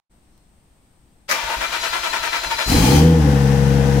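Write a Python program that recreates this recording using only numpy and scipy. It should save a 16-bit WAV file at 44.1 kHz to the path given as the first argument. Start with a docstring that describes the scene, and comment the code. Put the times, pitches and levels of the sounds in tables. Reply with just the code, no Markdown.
"""Low workshop room noise, then a relay tick and a faint whirr: a six-cylinder car is about to start.
The stereo microphone stands just in front of the open engine bay. Close and mostly left, the starter
pinion slams in and grinds on the ringing flywheel gear, labouring at every compression.
The engine catches with ragged firings, the starter spins free and drops out, and the revs flare
and settle to a fast idle. The room gives the starter's metal a short tail."""
import sys
import numpy as np
from scipy import signal
from scipy.fft import rfft, irfft
from scipy.io import wavfile

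SR = 44100
rng = np.random.default_rng(int(sys.argv[2]) if len(sys.argv) > 2 else 0)


def wrap_up_sound(samples):
    """Save the sound to the file named by the first command line argument, as 16-bit audio."""
    columns = np.atleast_2d(samples).T
    # keep every value between -1 and 1, then stretch to whole-number steps
    tamed = np.clip(columns, -1, 1)
    steps = np.round(tamed * 32767).astype(np.int16)
    wavfile.write(sys.argv[1], SR, steps)


N = 176400
TIME = np.arange(N) / SR
BINS = np.maximum(np.arange(N // 2 + 1) * SR / N, 1)
ENGAGE_S, RELEASE_S, DROP_OUT_S = 1.28, 2.665, 2.98   # pinion meets gear, is overtaken, drops out

# Levels are relative within each layer; a COLOUR sets only the shape of a spectrum.
# likeness of the two channels at the microphone: f/Hz, correlation
LIKENESS = [(100, 0.96), (300, 0.76), (600, 0.49), (1200, 0.057), (3000, 0.15), (8000, 0)]
# room noise: f/Hz, level/dB
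ROOM_COLOUR = [(25, 2.5), (50, 5), (100, -5), (170, -4), (310, -8.5), (420, -16), (850, -16.5),
               (1300, -22.5), (3000, -26.5), (6500, -31), (10500, -33.5), (15500, -36)]
# resonances of the whirr: f/Hz, level/dB, t60/s
WHIRR_MODES = [(4200, -76, .016), (5500, -77, .005)]
# where starter and engine sit in the image: f/Hz, left minus right/dB
STARTER_BALANCE = [(300, -1.5), (700, 2.5), (2000, 7.5), (4000, 5), (6500, 8), (9000, 1.5), (12000, -2)]
ENGINE_BALANCE = [(60, -2), (250, 2), (600, 5.5), (1200, 7), (3000, 6.5), (4200, 8), (5800, 11.5),
                  (8000, 5), (11000, 0.5), (15000, -1)]
# the pinion slams in: t/s, level/dB, t60/s
CLACKS = [(1.29, -24.5, 0.16), (1.297, -21, 0.095), (1.311, -16, 0.21)]
# compressions load the starter: t/s, length/s, level/dB, extra housing ring/dB
COMPRESSIONS = [(1.302, 0.19, -30, 7.5), (1.49, 0.052, -25.5, 6), (1.6, 0.052, -23.5, -13),
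                (1.716, 0.049, -23.5, -8), (1.824, 0.044, -23, -21), (1.92, 0.05, -22.5, -8.5),
                (2.024, 0.048, -23, -1), (2.121, 0.049, -22.5, 2.5), (2.22, .055, -24, -8),
                (2.318, 0.052, -22, -4), (2.425, .024, -24.5, 6), (2.499, .027, -21.5, 5.5),
                (2.577, 0.044, -22, 0.5)]
# pinion tooth rate before the load slows it: t/s, f/Hz
TOOTH_RATE = [(1.28, 250.7), (1.34, 315.9), (1.44, 309.7), (1.54, 273.2), (1.62, 345.4), (1.8, 360.9),
              (2.4, 361.8), (2.66, 386.4)]
# the slam, the meshing gears and the motor brushes: f/Hz, level/dB
CLACK_COLOUR = [(150, -18), (400, -14.5), (600, 2), (760, -16), (950, 0), (1400, 0.5), (2300, 0),
                (3100, -14.5), (5500, -5), (8000, -16), (15500, -18)]
GEAR_COLOUR = [(88, -51), (150, -19.5), (285, -17.5), (339, -12.5), (550, -6.5), (643, -8), (812, -5.5),
               (912, 1), (1090, -2), (1450, -1.5), (3760, -7), (4060, -13), (4390, -13.5), (6730, -18),
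               (15500, -29)]
BRUSH_COLOUR = [(300, -9.5), (1200, -2), (3500, 2), (6500, -6), (8500, -11.5), (13000, -15), (15500, -15)]
# starter housing; flywheel pressed by the pinion; flywheel free: f/Hz, level/dB, t60/s
HOUSING_MODES = [(917, -13.5, 0.092)]
ENGAGED_MODES = [(660, -10, 0.08), (930, -14, .1), (1385, -20, 0.05), (1497, -16.5, 0.2), (1805, -17, .05),
                 (2365, -13, 0.1), (2640, -20, 0.15), (3206, -24, 0.3)]
FREE_MODES = [(805, -34, .2), (860, -32, .12), (2406, -37.5, .3), (3055, -39, .7), (3242, -37.5, .65),
              (3945, -44, .3), (4161, -43.5, .25), (4872, -43.5, .25), (6013, -46, .2), (6670, -49, .3),
              (9701, -50, .25)]
# high flywheel modes that sing as the teeth slide: f/Hz, level/dB
SLIDING_MODES = [(4070, -36), (4960, -42.5), (5920, -47.5), (6880, -47), (7760, -53), (9960, -52.5),
                 (11170, -53), (12400, -52.5)]
# swell of that singing: t/s, level/dB
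SINGING_LEVEL = [(1.35, -11), (1.77, -5), (1.82, 3), (1.88, 4), (1.94, -3), (2.12, 0), (2.28, -2), (2.5, 0),
                 (2.62, 3), (2.71, 8), (2.79, 5), (2.84, -10)]
# cylinder puffs while cranking, swelling into the first firings: t/s, level/dB
PUFFS = [(1.426, -34.5), (1.564, -30), (1.679, -40), (1.79, -42.5), (1.89, -43), (1.99, -42.5), (2.09, -42),
         (2.19, -40.5), (2.29, -43), (2.38, -43), (2.45, -33), (2.53, -38), (2.66, -20), (2.735, -19.5),
         (2.799, -18)]
# running engine: t/s, firing rate/Hz, exhaust tone/dB, ragged combustion/dB
RUN = [(2.65, 37.82, -63, -84), (2.675, 40.25, -40, -36), (2.705, 42.2, -24.5, -28),
       (2.735, 45.1, -30, -12.5), (2.79, 51.8, -19, -17), (2.85, 60.94, -18.5, -19.5),
       (2.916, 69.27, -13, -16), (3.01, 79.03, -11.5, -17.5), (3.056, 81.7, -11.5, -22),
       (3.138, 81.47, -14, -25), (3.22, 76.53, -14, -29), (3.292, 71.2, -13.5, -22.5),
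       (3.4, 68.7, -16, -30.5), (3.54, 68.44, -16, -31), (3.772, 68.82, -16, -32),
       (3.85, 68.6, -16.5, -26.5), (4.0, 69.1, -16.5, -29)]
# exhaust response to firing harmonics, and to uneven cylinders' tones between them: f/Hz, level/dB
EXHAUST_RESPONSE = [(45, 2), (68, -7.5), (76, -2.5), (82, -5), (136, -.5), (151, -3), (163, 0), (205, -6.5),
                    (226, -11), (243, -8), (274, -17), (300, -13), (318, -11), (345, -28), (410, -25),
                    (455, -22), (480, -9), (510, -13.5), (535, -36), (700, -35), (830, -31), (1100, -40)]
UNEVEN_RESPONSE = [(30, -49), (100, -38), (165, -10), (235, -40), (300, -17), (370, -69), (450, -17),
                   (600, -38), (720, -59), (795, -23.5), (900, -35), (1100, -53)]
# the exhaust tone leans left as it settles: t/s, left minus right/dB
EXHAUST_BALANCE = [(3.1, 1), (3.6, 6)]
# it reaches the left channel first: f/Hz, lead/rad
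EXHAUST_LEAD = [(240, 0), (300, .8), (480, .35)]
# combustion bursts; clatter of valve gear, belts and intake; freed starter's rasp: f/Hz, level/dB
COMBUSTION_COLOUR = [(25, -24), (50, -2), (110, -5.5), (170, -9), (270, 3.5), (380, -9), (430, -20),
                     (490, -3), (560, -30), (720, -17.5), (810, -10.5), (1000, -31), (3000, -57)]
CLATTER_COLOUR = [(320, -27), (550, -3.5), (738, -2.5), (825, 0.5), (1290, -12), (1420, -7.5), (1910, -8),
                  (2320, -15), (2560, -12), (4110, -19), (5590, -19), (12400, -27.5), (15500, -32)]
OVERRUN_COLOUR = [(350, -14), (600, -11.5), (820, -8.5), (1290, -11.5), (2470, -11.5), (3770, -16),
                  (4090, -12.5), (15500, -22.5)]
# course of the clatter and of the rasp: t/s, level/dB
CLATTER_LEVEL = [(2.65, -68), (2.75, -45), (3.0, -28), (3.15, -30), (3.3, -27.5), (3.5, -28), (3.8, -28.5),
                 (4, -27.5)]
OVERRUN_LEVEL = [(2.66, -41.5), (2.69, -26), (2.73, -25.5), (2.86, -25.5), (2.97, -27.5), (3.04, -35.5),
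                 (3.15, -47), (3.4, -60)]


def from_db(db):
    """Decibels to gain."""
    return 10 ** (np.asarray(db) / 20)


def rms_one(x):
    """Scale to unit rms."""
    return x / np.sqrt(np.mean(x ** 2) + 1e-20)


def in_time(rows):
    """Columns of a curve at every sample."""
    times, *columns = np.transpose(rows)
    return [np.interp(TIME, times, column) for column in columns]


def at_hz(points, hz):
    """Read a spectrum on a log-frequency axis."""
    f, value = np.transpose(points)
    return np.interp(np.log(hz), np.log(f), value)


def ramp(start_s, length_s):
    """Rise from 0 to 1."""
    return np.clip((TIME - start_s) / length_s, 0, 1)


def strike(start_s, rise_s, t60):
    """Envelope of an impact: quick rise, exponential decay."""
    return ramp(start_s, rise_s) * from_db(-60 * np.maximum(TIME - start_s, 0) / t60)


def drift(rate_hz):
    """Smooth random wander with a spread of 1."""
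    step, settle = 40, 2000
    r = np.exp(-2 * np.pi * rate_hz * step / SR)
    slow = signal.lfilter([1], [1, -2 * r, r * r], rng.standard_normal(N // step + settle + 2))[settle:]
    return np.interp(np.arange(N) / step, np.arange(len(slow)), rms_one(slow))


def white():
    """Two unrelated noises."""
    return rng.standard_normal((2, N))


def pan(db):
    """Gains that lift the left and lower the right by db."""
    return from_db(np.array([[1], [-1]]) * db)


def place(pair, colour, balance):
    """Give two unrelated signals a spectrum and a stereo position at the microphone; rms 1."""
    a, b = rfft(pair) * from_db(at_hz(colour, BINS))
    alike, lean = at_hz(LIKENESS, BINS), from_db(at_hz(balance, BINS) / 2)
    mid, side = a * np.sqrt(1 + alike), b * np.sqrt(1 - alike)
    return rms_one(irfft([(mid + side) * lean, (mid - side) / lean], N))


def scatter(x, t60):
    """Dense dying reflections, different in each channel, at unchanged power."""
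    t = TIME[:SR // 2]
    tail = rng.standard_normal((2, len(t))) * from_db(-60 * t / t60)
    tail /= np.sqrt(np.sum(tail ** 2, axis=1, keepdims=True))
    return signal.fftconvolve(np.atleast_2d(x), tail, axes=1)[:, :N]


def contacts(cycles, spread_db):
    """One click of random strength per cycle; rms 1."""
    return rms_one(np.diff(np.floor(cycles), prepend=0) * from_db(spread_db * rng.standard_normal(N)))


def ring(drive, modes):
    """Damped resonances shaken by a drive, heard from the starter's position."""
    out = 0
    for hz, db, t60 in modes:
        r = from_db(-60 / (t60 * SR))
        poles = [1, -2 * r * np.cos(2 * np.pi * hz / SR), r * r]
        mode = np.sqrt((1 - r * r) / 2) * signal.lfilter([1, 0, -1], poles, drive + 1e-18)
        out = out + from_db(db) * mode * pan(at_hz(STARTER_BALANCE, hz) / 2)
    return out


def waver(x, depth, rate_hz):
    """Let the pitch of a ringing sound wander by a small share."""
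    when = TIME + np.cumsum(depth * drift(rate_hz)) / SR
    return np.array([np.interp(when, TIME, channel) for channel in x])


def workshop(hiss_band_hz=(7935, 8825)):
    """Low room noise around the microphone, with a thin far hiss."""
    band = signal.butter(2, hiss_band_hz, "band", fs=SR, output="sos")
    rumble = from_db(-55) * place(white(), ROOM_COLOUR, balance=[(100, 2.8), (8000, 3.0)])
    hiss = from_db(-69) * rms_one(signal.sosfilt(band, white()))
    return ramp(0.094, 0.023) * (rumble + hiss)


def ignition(whirr_s=.35, whirr_width_s=.11):
    """A relay ticks and something whirrs faintly as the ignition comes on."""
    tick = from_db(-50) * strike(.377, rise_s=.0004, t60=.012) * white()
    swell = np.exp(-((TIME - whirr_s) / whirr_width_s) ** 2)
    return tick + ring(swell * white(), WHIRR_MODES)


def compressions(attack_s=.014, release_s=.02, lag_s=.035):
    """Each compression loads the starter, knocks its housing and, a little later, drags its speed."""
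    strokes = np.array([
        from_db(db) * ramp(s, attack_s) * np.exp(-np.maximum(TIME - s - length, 0) / release_s)
        for s, length, db, _ in COMPRESSIONS])
    load = strokes.sum(axis=0)
    knock = from_db([ring_db for *_, ring_db in COMPRESSIONS]) @ strokes
    lag = np.exp(-1 / (lag_s * SR))
    sag = signal.lfilter([1 - lag], [1, -lag], load / load.max())
    return load, knock, sag


def starter(sag_depth=.15, wander=.02, jitter=.028, coast_db=-34):
    """Close up, teeth strike and grind, louder and slower under load; brushes hiss and metal rings."""
    engaged = ramp(ENGAGE_S, 0.012) * (1 - ramp(RELEASE_S, 0.03))
    load, knock, sag = compressions()
    speed = 1 - sag_depth * sag + wander * drift(11) + jitter * drift(120)
    teeth = np.cumsum(in_time(TOOTH_RATE)[0] * speed) / SR
    clicks = scatter(contacts(teeth, spread_db=2), t60=.04)   # reflections inside the bay
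    grind = rms_one(white() * np.exp(-1.7 * (teeth % 1)))   # one dying scrape per tooth
    force = engaged * np.hypot(load, from_db(coast_db))
    clacks = sum(from_db(db) * strike(s, 0.0019, t60) for s, db, t60 in CLACKS)
    slam = clacks * place(grind, CLACK_COLOUR, STARTER_BALANCE)
    gears = force * place(from_db(-3) * clicks + from_db(-2.5) * grind, GEAR_COLOUR, STARTER_BALANCE)
    brush_gain = engaged * (from_db(-32) + from_db(-35) * load)
    brushes = brush_gain * place(white(), BRUSH_COLOUR, STARTER_BALANCE)
    flywheel = waver(ring(grind * force, ENGAGED_MODES), depth=.003, rate_hz=12.1)
    housing = ring(grind[0] * knock, HOUSING_MODES)
    return slam + gears + brushes + flywheel + housing


def singing(wander=.005, rough_hz=45, flicker_db=2.5):
    """Sliding teeth keep the flywheel's high modes sounding, with a shared waver and a rough edge."""
    sliding = ramp(ENGAGE_S, 0.0094) * (1 - ramp(SINGING_LEVEL[-1][0], 0.024))
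    bend, out = 1 + wander * drift(14.1), 0
    for hz, db in SLIDING_MODES:
        phase = 2 * np.pi * np.cumsum(hz * bend + rough_hz * drift(90)) / SR
        tone = np.sin(phase + drift(7.5) * np.array([[1], [-1]]))   # the channels drift out of phase
        out = out + from_db(db + flicker_db * drift(44)) * tone * pan(at_hz(STARTER_BALANCE, hz) / 2)
    return np.sqrt(2) * sliding * from_db(in_time(SINGING_LEVEL)[0]) * out


def puffs(thud_hz=46.7, rise_s=0.018):
    """Each cylinder pumped through the exhaust gives a soft low thud."""
    out = 0
    for s, db in PUFFS:
        age = np.maximum(TIME - s, 0)
        swell = age / rise_s * np.exp(1 - age / rise_s)
        out = out + from_db(db) * swell * (np.sin(2 * np.pi * thud_hz * age) + 0.44 * drift(180))
    return out * pan(db=1)


def exhaust(firings, rate_hz, cylinders=6, harmonic_limit=13, lag_s=0.000704):
    """Firing harmonics glide through the pipe's resonances; unequal cylinders add tones between."""
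    out = 0
    for k in range(2, cylinders * harmonic_limit):
        harmonic = k / cylinders
        hz = rate_hz * harmonic
        phase = 2 * np.pi * firings * harmonic + at_hz(EXHAUST_LEAD, hz) * np.array([[.5], [-.5]])
        if k % cylinders:
            db = at_hz(UNEVEN_RESPONSE, hz) - 7 + 3 * drift(2.1)
            phase += rng.uniform(0, 2 * np.pi)
        else:
            db = at_hz(EXHAUST_RESPONSE, hz) + .6 * drift(6.4)
            phase -= 2 * np.pi * hz * lag_s * harmonic   # each harmonic lags the last by lag_s
        out = out + from_db(db) * np.sin(phase)
    return np.sqrt(2) * out * pan(in_time(EXHAUST_BALANCE)[0] / 2)


def engine(wander=.003):
    """Exhaust tone, a ragged burst per firing, and valve gear ticking and rustling in the open bay."""
    rate_hz, tone_db, ragged_db = in_time(RUN)
    firings = np.cumsum(rate_hz * (1 + wander * drift(12))) / SR
    bursts = place(white() * np.exp(-1.5 * (firings % 1)), COMBUSTION_COLOUR, ENGINE_BALANCE)
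    valves = from_db(-6.5) * scatter(contacts(2 * firings, spread_db=1), t60=.061)
    rustle = white() * (1 + .066 * np.cos(2 * np.pi * firings))
    clatter = from_db(in_time(CLATTER_LEVEL)[0]) * place(valves + rustle, CLATTER_COLOUR, ENGINE_BALANCE)
    tone = from_db(tone_db) * exhaust(firings, rate_hz)
    return ramp(RUN[0][0], .01) * (tone + from_db(ragged_db) * bursts + clatter)


def overrun(ring_db=5):
    """The freed starter rasps against the flywheel, which rings on after it drops out."""
    friction = white() * from_db(1.1 * drift(230)) * (TIME > RELEASE_S)
    touching = ramp(RELEASE_S, 0.17) * (1 - ramp(DROP_OUT_S, 0.017))
    rasp = from_db(in_time(OVERRUN_LEVEL)[0]) * place(friction, OVERRUN_COLOUR, STARTER_BALANCE)
    return rasp + from_db(ring_db) * ring(friction * touching, FREE_MODES)


def scene():
    """Starter and engine close to the microphone, the quiet workshop behind."""
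    metal = starter() + singing() + overrun()
    room_tail = from_db(-12) * scatter(metal, t60=0.43)
    return metal + room_tail + puffs() + engine() + ignition() + workshop()


def record(dry, ceiling=.78, cutoff_hz=15750):
    """Peaks are rounded and the top treble is cut."""
    rounded = dry / (1 + (dry / ceiling) ** 6) ** (1 / 6)
    return signal.sosfilt(signal.ellip(12, .2, 80, cutoff_hz, fs=SR, output="sos"), rounded)


dry = scene()
out = record(dry)
wrap_up_sound(out)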